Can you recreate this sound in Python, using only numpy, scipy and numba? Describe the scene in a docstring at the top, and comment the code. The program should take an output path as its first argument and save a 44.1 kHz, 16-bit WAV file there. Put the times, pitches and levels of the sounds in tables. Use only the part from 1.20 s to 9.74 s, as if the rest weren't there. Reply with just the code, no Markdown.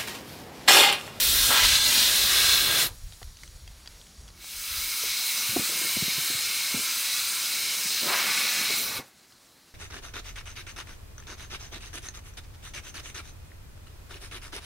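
"""On a snowy track, air is let out of two big tyres, one after the other.
Each brass valve gives a jet of turbulent noise; a cupped hand adds a hollow resonance that glides in pitch.
Fingers click the valve parts as decaying modes, and soft bumps ring the microphone body.
Wind rumbles as low lumpy noise, and one stem whistles faintly as it opens.
The background hiss is coloured noise: a faint leak at first, later steady microphone self-noise."""
import sys
import numpy as np
from scipy import signal
from scipy.fft import rfft, irfft, next_fast_len
from scipy.io import wavfile
from scipy.ndimage import uniform_filter1d
from numba import njit

SR = 44100
rng = np.random.default_rng(int(sys.argv[2]) if len(sys.argv) > 2 else 0)


def master(y):
    """Save y as 16-bit WAV."""
    cut = np.clip(np.atleast_2d(y).T, -1, 1)
    pcm = np.round(cut * 32767)  # scale
    wavfile.write(sys.argv[1], SR, pcm.astype(np.int16))


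def gain_from_decibels(decibels):
    """Convert decibel values to linear amplitude factors."""
    exponent = np.asarray(decibels, float) / 20
    return 10 ** exponent


N = 376613
HZ = np.fft.rfftfreq(next_fast_len(N, True), 1 / SR) + 1   # raised 1 Hz to keep the logarithm finite

# Jet of each valve: t/s, hiss level/dB, brightness/(dB per octave), lift of the top bands/dB
JET_COURSES = [
    [(0.0, -20, 1, -2), (0.28, -19, 0, -2.5), (0.6, -22.5, -0.5, -5), (0.71, -18, 0, -6),
     (1.05, -19.5, 0, -5), (1.38, -19.5, 0, -3), (1.5, -22, -2.5, -1.5), (1.62, -17.5, -1, -4.5),
     (1.67, -28, -3, 7), (1.714, -55, 0, -5), (1.76, -58, 7, -5)],
    [(3.15, -66, 4, 0), (3.22, -45.5, 1, -1), (3.3, -40, 1, 2), (3.56, -31.5, 0.5, 3), (4.1, -27.5, 1, 1),
     (4.25, -28, 0.5, 1), (5.72, -28, 0.5, -1), (7.1, -28, 0.9, -0.5), (7.54, -27.5, 0, 0),
     (7.58, -26.5, 1, 2), (7.66, -32, -1, 8), (7.71, -33.5, -2.5, 4), (7.78, -33.5, -3.5, 7),
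     (7.83, -54.5, -2.5, 0), (7.9, -63, 4, 0)],
]
# Hand moving round each valve: start t/s, length/s, drive level/dB, from f/Hz, to f/Hz
HAND_MOVES = [
    [(.265, .3, -18, 490, 3600), (.66, 0.32, -25.5, 3000, 3870), (1.05, 0.36, -24, 1900, 2730),
     (1.61, 0.023, -26.5, 2200, 400)],
    [(6.80, 0.74, -25.5, 227, 2360), (7.62, 0.18, -41.5, 2300, 500)],
]
# Relative spectrum of each jet: f/Hz, level per Hz/dB
JET_COLOURS = [
    [(60, -42), (100, -17.5), (500, -17), (800, -18), (1500, -10), (2500, -7.5), (3800, -4), (6500, -9.5),
     (9000, -10), (12000, -5.5), (15700, -7.5)],
    [(40, -51), (70, -20), (200, -19.5), (650, -16.5), (1400, -7), (1900, -9), (2400, -4.5), (3200, -4.5),
     (4100, -2.5), (5500, -6.5), (7000, -7), (9500, -6), (11000, -10), (13500, -8), (15700, -9.5)],
]
# Valve stem and rim resonances: f/Hz, width/Hz, lift/dB
STEM_RESONANCES = [
    [(1626, 45, 7), (3600, 750, 3.5), (4100, 290, 5.5), (5000, 280, 2.5), (5700, 270, 2), (6760, 160, 3.5),
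     (8870, 410, 5), (9870, 300, 3.5)],
    [(2210, 200, 8.5), (2670, 210, 2.5), (3950, 420, 3), (4170, 140, 2.5), (4980, 390, 6.5), (5950, 140, 8),
     (6350, 230, 4.5), (7650, 130, 2), (8800, 550, 0.5)],
]
# Reflections off rim, wheel arch and snow, per valve: delay/ms, level/dB
REFLECTIONS = [
    [(1.39, -33), (1.99, -27), (2.14, -52), (2.31, -37), (3.13, -19), (4.0, -24)],
    [(.53, -23), (.74, -16.5), (.94, -27), (1.3, -38), (1.62, -34), (2.86, -62), (4.2, -38)],
]
# Low rustle of blown air buffeting hand and tool, per valve: t/s, level/dB
BUFFET_LEVELS = [
    [(0.0, -44), (0.2, -54), (0.356, -50.5), (1.46, -51), (1.76, -65)],
    [(3.7, -66), (4.12, -67), (4.4, -49.5), (5.05, -56.5), (5.29, -63), (6.5, -59), (6.99, -48.5),
     (7.68, -47), (7.9, -80)],
]
# Relative spectrum of that rustle: f/Hz, level per Hz/dB
BUFFET_SPECTRUM = [(50, -33), (100, -11.5), (200, 2.5), (350, -3), (600, -2), (1200, -21.5)]
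# Weak side noise under mid, before its flicker: f/Hz, level/dB
SIDE_UNDER_MID = [(60, -14), (300, -18), (1000, -18), (3000, -30), (6000, -23), (15000, -18.5)]
# Background hiss, a faint leak and then microphone self-noise: t/s, level/dB, brightness/(dB per octave)
HISS_COURSES = [
    [(0, -53, 4), (1.7, -52, 2), (2.55, -53, .5), (3.4, -54.5, 0), (4, -80, -1)],
    [(3.1, -75, 2), (3.6, -59, 0), (7.8, -57, 0), (8.54, -58, .5)],
]
# Relative spectrum of each background hiss: f/Hz, level per Hz/dB
HISS_SPECTRA = [
    [(88, -34), (150, 2.5), (239, -4.5), (671, -9.5), (1610, -10.5), (2890, -12.5), (4350, -7.5),
     (7350, -12.5), (10000, -14.5), (15700, -22)],
    [(35, -37), (60, -4.5), (286, -2), (321, -4.5), (477, -9), (1240, -9), (3150, -13), (4070, -9.5),
     (4460, -10), (15700, -20.5)],
]
# Narrow humps in each background hiss: f/Hz, width/Hz, lift/dB
HISS_RESONANCES = [
    [(5660, 150, 6), (6700, 110, 8), (10160, 200, 6.5)],
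    [(2200, 200, 0), (4080, 250, 3.5), (10400, 200, 6)],
]
# Wind on the microphone between the swells, dying down: t/s, level/dB
WIND_LULL = [(0, -48), (1.5, -50), (3.2, -57), (4.0, -71), (5.2, -70), (8.54, -84)]
# Low swells, wind gusts except the last, the low thump of a bump: start t/s, length/s, level/dB
LOW_SWELLS = [(.08, 0.2, -39), (.44, 0.1, -38.5), (0.756, 0.027, -44), (0.895, 0.018, -43.5),
              (1.024, .33, -42.5), (1.685, 0.018, -46), (1.856, 0.046, -40), (2.04, 0.045, -43.5),
              (2.355, 0.16, -45.5), (2.8, .03, -51.5), (2.993, 0.1, -47.5), (3.353, .03, -53),
              (3.535, 0.045, -45.5), (3.847, .02, -56), (7.6, 0.028, -63)]
# Relative spectrum of the wind and low swells: f/Hz, level per Hz/dB
RUMBLE_SPECTRUM = [(12, -28), (25, 3.5), (65, 4.5), (127, -8), (232, -28), (284, -44), (343, -64),
                   (500, -27), (650, -54), (1100, -120)]
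# Finger clicks on the valve: t/s, peak level/dB, main ring f/Hz
FINGER_CLICKS = [(1.923, -33.5, 3820), (1.9344, -39, 3770), (2.0287, -31, 4400), (2.1694, -37, 6100),
                 (2.1884, -43, 4190), (2.2338, -30, 2190), (2.277, -38, 6010), (2.4767, -34.5, 3250),
                 (2.6594, -34, 3280), (2.667, -43, 3850), (2.6748, -28, 4790), (2.814, -39, 3910),
                 (2.868, -41, 5200), (3.0794, -40, 6400), (3.087, -36, 5300), (3.103, -43, 4290),
                 (3.243, -33, 3940), (8.1219, -44, 4050)]
# Modes of the small metal part that clicks: f/Hz, relative level/dB, t60/s
PART_MODES = [(1000, -8, .006), (2080, -7, .009), (3350, 3, 0.008), (4700, -1, 0.02), (6100, -7, 0.011),
              (8300, -32, 0.0066)]
# Soft bumps: t/s, peak level/dB, nominal f/Hz, t60/s, hardness/dB
SOFT_BUMPS = [(2.015, -37.5, 700, 0.023, -7), (3.834, -34, 427, 0.096, -3), (4.29, -37, 127, 0.087, -5),
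              (4.362, -14, 293, 0.047, 1), (4.393, -23, 218, 0.033, -10), (4.492, -37, 332, 0.069, 5),
              (4.519, -37, 422, 0.05, -1), (4.612, -34, 332, 0.065, -3), (4.645, -33, 343, 0.046, -6),
              (4.767, -25, 206, 0.028, -9), (4.822, -24, 164, 0.037, -15), (4.879, -29, 180, 0.03, -11),
              (4.979, -32, 150, 0.064, 9), (5.099, -32.5, 275, 0.045, -3), (5.147, -37, 126, 0.044, 0),
              (5.542, -25, 238, 0.046, 2.5), (5.569, -32, 222, 0.04, 6), (5.589, -35, 239, 0.057, 1),
              (6.653, -38, 175, 0.05, -3), (6.851, -34, 216, 0.14, 3), (7.498, -32, 422, 0.095, -3),
              (7.579, -40, 205, 0.037, -5), (7.788, -31.5, 273, 0.05, 5)]
# Overtones of a bump: multiple of nominal f, level before hardness/dB
BUMP_MODES = [(1.63, -10.5), (2.6, -16.5), (3.8, -23)]
# Whistle of the second stem while barely open: t/s, level/dB
WHISTLE_LEVELS = [(3.12, -76), (3.2, -60), (3.7, -44.5), (4.0, -45), (4.3, -65)]

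GLIDE_S, GLIDE_SHARE = 0.075, 0.065   # a longer move glides more slowly
CUP_ATTACK_S, CUP_SAG_DB_PER_S, CUP_RELEASE_DB_PER_S = 0.052, 11, 266
SWELL_RISE_DB_PER_S, SWELL_FALL_DB_PER_S = 200, 120
CLICK_T60_S = 0.011
THUD_HZ, THUD_T60_S, THUD_DB = 45, 0.095, -31   # level before hardness
WHISTLE_HZ, WHISTLE_WIDTH_HZ = 2230, 110
SIDE_ON_THRESHOLD, SIDE_OFF_DB = 0.25, -25   # threshold in units of the drift's spread
CUTOFF_HZ = 15800


def rms_one(x):
    """Normalisation: scales a signal to unit root mean square."""
    return x / np.sqrt(np.mean(x ** 2) + 1e-20)


def to_hz(x):
    """Fourier analysis: a signal as its spectrum."""
    return rfft(x, next_fast_len(N, True))


def to_time(spectrum):
    """Fourier synthesis: a spectrum as its signal."""
    return irfft(spectrum.astype(np.complex64), next_fast_len(N, True))[..., :N]


def in_time(rows):
    """Linear interpolation: columns as curves; the first, a level, is silent outside the table."""
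    s, level_db, *others = np.transpose(rows)
    t = np.arange(N) / SR
    return [np.interp(t, s, level_db, -200, -200)] + [np.interp(t, s, column) for column in others]


def at_hz(points, hz):
    """Logarithmic frequency scale: interpolates levels along it."""
    f, db = np.transpose(points)
    return np.interp(np.log(hz), np.log(f), db)


def drift(rate):
    """Low-passed noise: slow chance variation of spread 1, with its two poles at rate Hz."""
    r = np.exp(-128 * np.pi * rate / SR)   # one value per 64 samples
    chance = rng.standard_normal(N // 64 + 1002)
    slow = signal.lfilter([1], [1, -2 * r, r * r], chance)[1000:]
    return np.interp(np.arange(N) / 64, np.arange(len(slow)), rms_one(slow - slow.mean()))


def colour(spectrum, resonances=()):
    """Resonance: gain per frequency as a smooth slope with humps on it."""
    db = at_hz(spectrum, HZ)
    for hz, width_hz, lift_db in resonances:
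        db = db + lift_db / (1 + (2 * (HZ - hz) / width_hz) ** 2)
    return gain_from_decibels(db)


def mid_side_noise():
    """White noise: spectra of a mid signal and of weak independent side noise."""
    white = to_hz(rng.standard_normal((2, N)))
    white[1] *= colour(SIDE_UNDER_MID)
    return white


def airy(gain, flutter_db, patchy_db, tilt_db=0, shade_db=0):
    """Band modulation: noise in overlapping bands that flutter together and each on its own; mid and side."""
    white = mid_side_noise()
    together = flutter_db * (drift(10.7) + 0.71 * drift(36.0))
    half_octaves = np.clip(np.log2(HZ / 4000) / .5, -8, 4)   # from 4 kHz
    scale = 1 / np.std(to_time(white[0] * gain))
    out = 0
    for k in range(-8, 5):
        window = np.cos(np.pi / 2 * np.clip(half_octaves - k, -1, 1)) ** 2
        band = to_time(white * gain * window)
        band_db = patchy_db * drift(5.4) + tilt_db * k * .5 + shade_db * (k >= 3)
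        out = out + band * gain_from_decibels(together + band_db)
    return out * scale


def ring(excitation, hz, t60):
    """Damped oscillator: a unit impulse sets off a decaying sine of initial height about 1."""
    r, w = gain_from_decibels(-60 / (max(t60, .004) * SR)), 2 * np.pi * hz / SR
    return signal.lfilter([0, np.sin(w)], [1, -2 * r * np.cos(w), r * r], excitation)


@njit
def sliding_resonance(x, hz, q, sr):
    """State-variable filter: a band-pass whose centre moves sample by sample."""
    out = np.zeros_like(x)
    for c in range(x.shape[0]):
        a = b = 0.0
        for i in range(x.shape[1]):
            g = np.tan(np.pi * hz[i] / sr)
            band = (a + g * (x[c, i] - b)) / (1 + g * (g + 1 / q))
            low = b + g * band
            a, b = 2 * band - a, 2 * low - b
            out[c, i] = band / q
    return out


def reflected(x, echoes, scatter_db):
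    """Comb interference: fixed short echoes, and weak ones off hands and tread that swell and fade."""
    def late(ms, gain):
        """Time shift: a delay is a phase that grows with frequency."""
        return gain * np.exp(-2j * np.pi * HZ * ms / 1000)

    spectrum = to_hz(x)
    out = to_time(spectrum * (1 + sum(late(ms, gain_from_decibels(db)) for ms, db in echoes)))
    for delays_ms in rng.uniform(0.3, 6.0, (3, 8)):
        scatter = sum(late(ms, gain_from_decibels(scatter_db)) for ms in delays_ms)
        out += drift(1.64) * to_time(spectrum * scatter)
    return out


def lumpy(rows, spectrum, lumps_db):
    """Amplitude modulation: coloured pressure noise comes in lumps, its side 20 dB under its mid."""
    pressure = to_time(to_hz(rng.standard_normal((2, N))) * colour(spectrum))
    level_db = in_time(rows)[0] + lumps_db * drift(9.2)
    return gain_from_decibels(level_db) * pressure / pressure.std() * gain_from_decibels([[0], [-20]])


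def cupping(moves):
    """Cavity tuning: each hand move swells, sags and lets go as the hollow glides to its new pitch."""
    t = np.arange(N) / SR
    ring_db, hz = np.full(N, -200.), np.full(N, float(moves[0][3]))
    for start, length, db, from_hz, end_hz in moves:
        since = np.maximum(t - start, 0)
        swell = 40 * np.log10(1 - np.exp(-since / CUP_ATTACK_S) + 1e-6)
        sag = CUP_SAG_DB_PER_S * since
        release = CUP_RELEASE_DB_PER_S * np.maximum(since - length, 0)
        ring_db = np.maximum(ring_db, db + swell - sag - release)
        glide_s = GLIDE_S + GLIDE_SHARE * length
        remaining = np.exp(-(since / glide_s) ** 1.1)
        hz = np.where(t < start, hz, end_hz * (from_hz / end_hz) ** remaining)
    return ring_db, uniform_filter1d(hz, size=2000)


def jet(course, moves, spectrum, stem, echoes, buffet):
    """Jet noise and cavity resonance: free hiss, air ringing in the hollow hand, and low buffeting."""
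    hiss_db, tilt_db, shade_db = in_time(course)
    free = airy(colour(spectrum, stem), flutter_db=0.1, patchy_db=1.01, tilt_db=tilt_db, shade_db=shade_db)
    ring_db, hz = cupping(moves)
    rush = to_time(mid_side_noise() * colour([(100, 0), (16000, 0.0081)], stem))
    hollow = sliding_resonance(sliding_resonance(rush, hz, 0.5, SR), hz, 0.48, SR)
    hollow *= gain_from_decibels(ring_db + 1.3 * drift(28.0))
    hollow *= np.sqrt(9000 / hz)   # a lower hollow passes less noise
    air = reflected(gain_from_decibels(hiss_db) * free + hollow, echoes, scatter_db=-23.5)
    return air + lumpy(buffet, BUFFET_SPECTRUM, lumps_db=3.0)


def background_hiss(course, spectrum, humps):
    """Coloured noise: a faint leak at first, later steady microphone self-noise."""
    level_db, tilt_db = in_time(course)
    return gain_from_decibels(level_db) * airy(colour(spectrum, humps), flutter_db=0.5, patchy_db=1.3, tilt_db=tilt_db)


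def low_rumble():
    """Low pressure noise: wind gusts, and one bump's thump, rise out of the lull, hold and fall back."""
    t = np.arange(0, N / SR, .01)
    start, length, db = np.transpose(LOW_SWELLS)[..., None]
    rise = SWELL_RISE_DB_PER_S * np.maximum(start - t, 0)
    fall = SWELL_FALL_DB_PER_S * np.maximum(t - start - length, 0)
    swells_db = (db - rise - fall).max(axis=0)
    level_db = np.maximum(swells_db, np.interp(t, *np.transpose(WIND_LULL)))
    return lumpy(np.transpose([t, level_db]), RUMBLE_SPECTRUM, lumps_db=2.5)


def strikes(events, play, length_s):
    """Superposition: adds one short sound per row, scaled to its peak."""
    out = np.zeros(N + SR)
    for row, chance in zip(events, rng.standard_normal((len(events), int(length_s * SR)))):
        sound = play(chance, *row[2:])
        at = round(row[0] * SR)
        out[at:at + len(sound)] += gain_from_decibels(row[1]) * sound / np.abs(sound).max()
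    return out[:N]


def click(chance, main_hz):
    """Modal excitation: a brief scratchy contact cracks broadly and rings the part and a main mode."""
    contact = chance * np.exp(-np.arange(len(chance)) / (0.0022 * SR))
    crack = signal.sosfilt(signal.butter(2, [600, 5500], "band", fs=SR, output="sos"), contact)
    part = sum(gain_from_decibels(db) * ring(contact, hz, decay) for hz, db, decay in PART_MODES)
    return gain_from_decibels(5.5) * ring(contact, main_hz, CLICK_T60_S) + part + gain_from_decibels(20.0) * crack


def bump(chance, hz, t60, hard_db):
    """Damped vibration: a soft push rings the body with a dull puff; hardness lifts overtones and thud."""
    t = np.arange(len(chance)) / SR
    impulse = (t == 0) + 0.
    turns = hz * (0.773 * t + 0.0053 * (1 - np.exp(-t / 0.011)))   # starts above where it settles
    body = np.sin(2 * np.pi * turns) * gain_from_decibels(-60 * t / t60)
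    body += sum(gain_from_decibels(db + hard_db) * ring(impulse, k * hz, 0.8 * t60) for k, db in BUMP_MODES)
    body += gain_from_decibels(THUD_DB + hard_db) * ring(impulse, THUD_HZ, THUD_T60_S)   # the microphone rocks
    puff_band = signal.butter(2, [0.32 * hz, 1.7 * hz], "band", fs=SR, output="sos")
    puff = signal.sosfilt(puff_band, chance) * gain_from_decibels(-60 * t / (1.7 * t60))
    soft_onset = (1 - np.exp(-t / 0.0017)) ** 2
    return (body + gain_from_decibels(9.0) * puff) * soft_onset


def whistle():
    """Selective resonance: air noise narrowed by the stem to a whistle."""
    resonance = 1 / (1 + (2 * (HZ - WHISTLE_HZ) / WHISTLE_WIDTH_HZ) ** 2)
    tone = to_time(to_hz(rng.standard_normal(N)) * resonance)
    return gain_from_decibels(in_time(WHISTLE_LEVELS)[0]) * rms_one(tone)


def side_flicker():
    """Random gating: the weak side noise flickers on and nearly off, edges eased over 20 ms."""
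    on = drift(3.0) > SIDE_ON_THRESHOLD
    return uniform_filter1d(np.maximum(on, gain_from_decibels(SIDE_OFF_DB)), size=900)


def scene():
    """Superposition: sums the sources as mid and side, then forms left and right."""
    valves = zip(JET_COURSES, HAND_MOVES, JET_COLOURS, STEM_RESONANCES, REFLECTIONS, BUFFET_LEVELS)
    air = sum(jet(*valve) for valve in valves)
    hiss = sum(background_hiss(*row) for row in zip(HISS_COURSES, HISS_SPECTRA, HISS_RESONANCES))
    knocks = strikes(FINGER_CLICKS, click, length_s=.06) + strikes(SOFT_BUMPS, bump, length_s=0.21)
    centred = (knocks + whistle()) * [[1], [0]]
    mid, side = air + hiss + low_rumble() + centred
    side = side * side_flicker()
    return np.array([mid + side, mid - side])


def band_limit(x):
    """A steep low-pass at the top of the band."""
    return signal.sosfilt(signal.butter(12, 16550, fs=SR, output="sos"), x)


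def record(dry):
    """Band limitation: a steep elliptic low-pass removes the top."""
    low_pass = signal.ellip(10, .5, 60, CUTOFF_HZ, fs=SR, output="sos")
    finished = signal.sosfilt(low_pass, dry)
    return band_limit(finished)


dry = scene()
out = record(dry)
master(out)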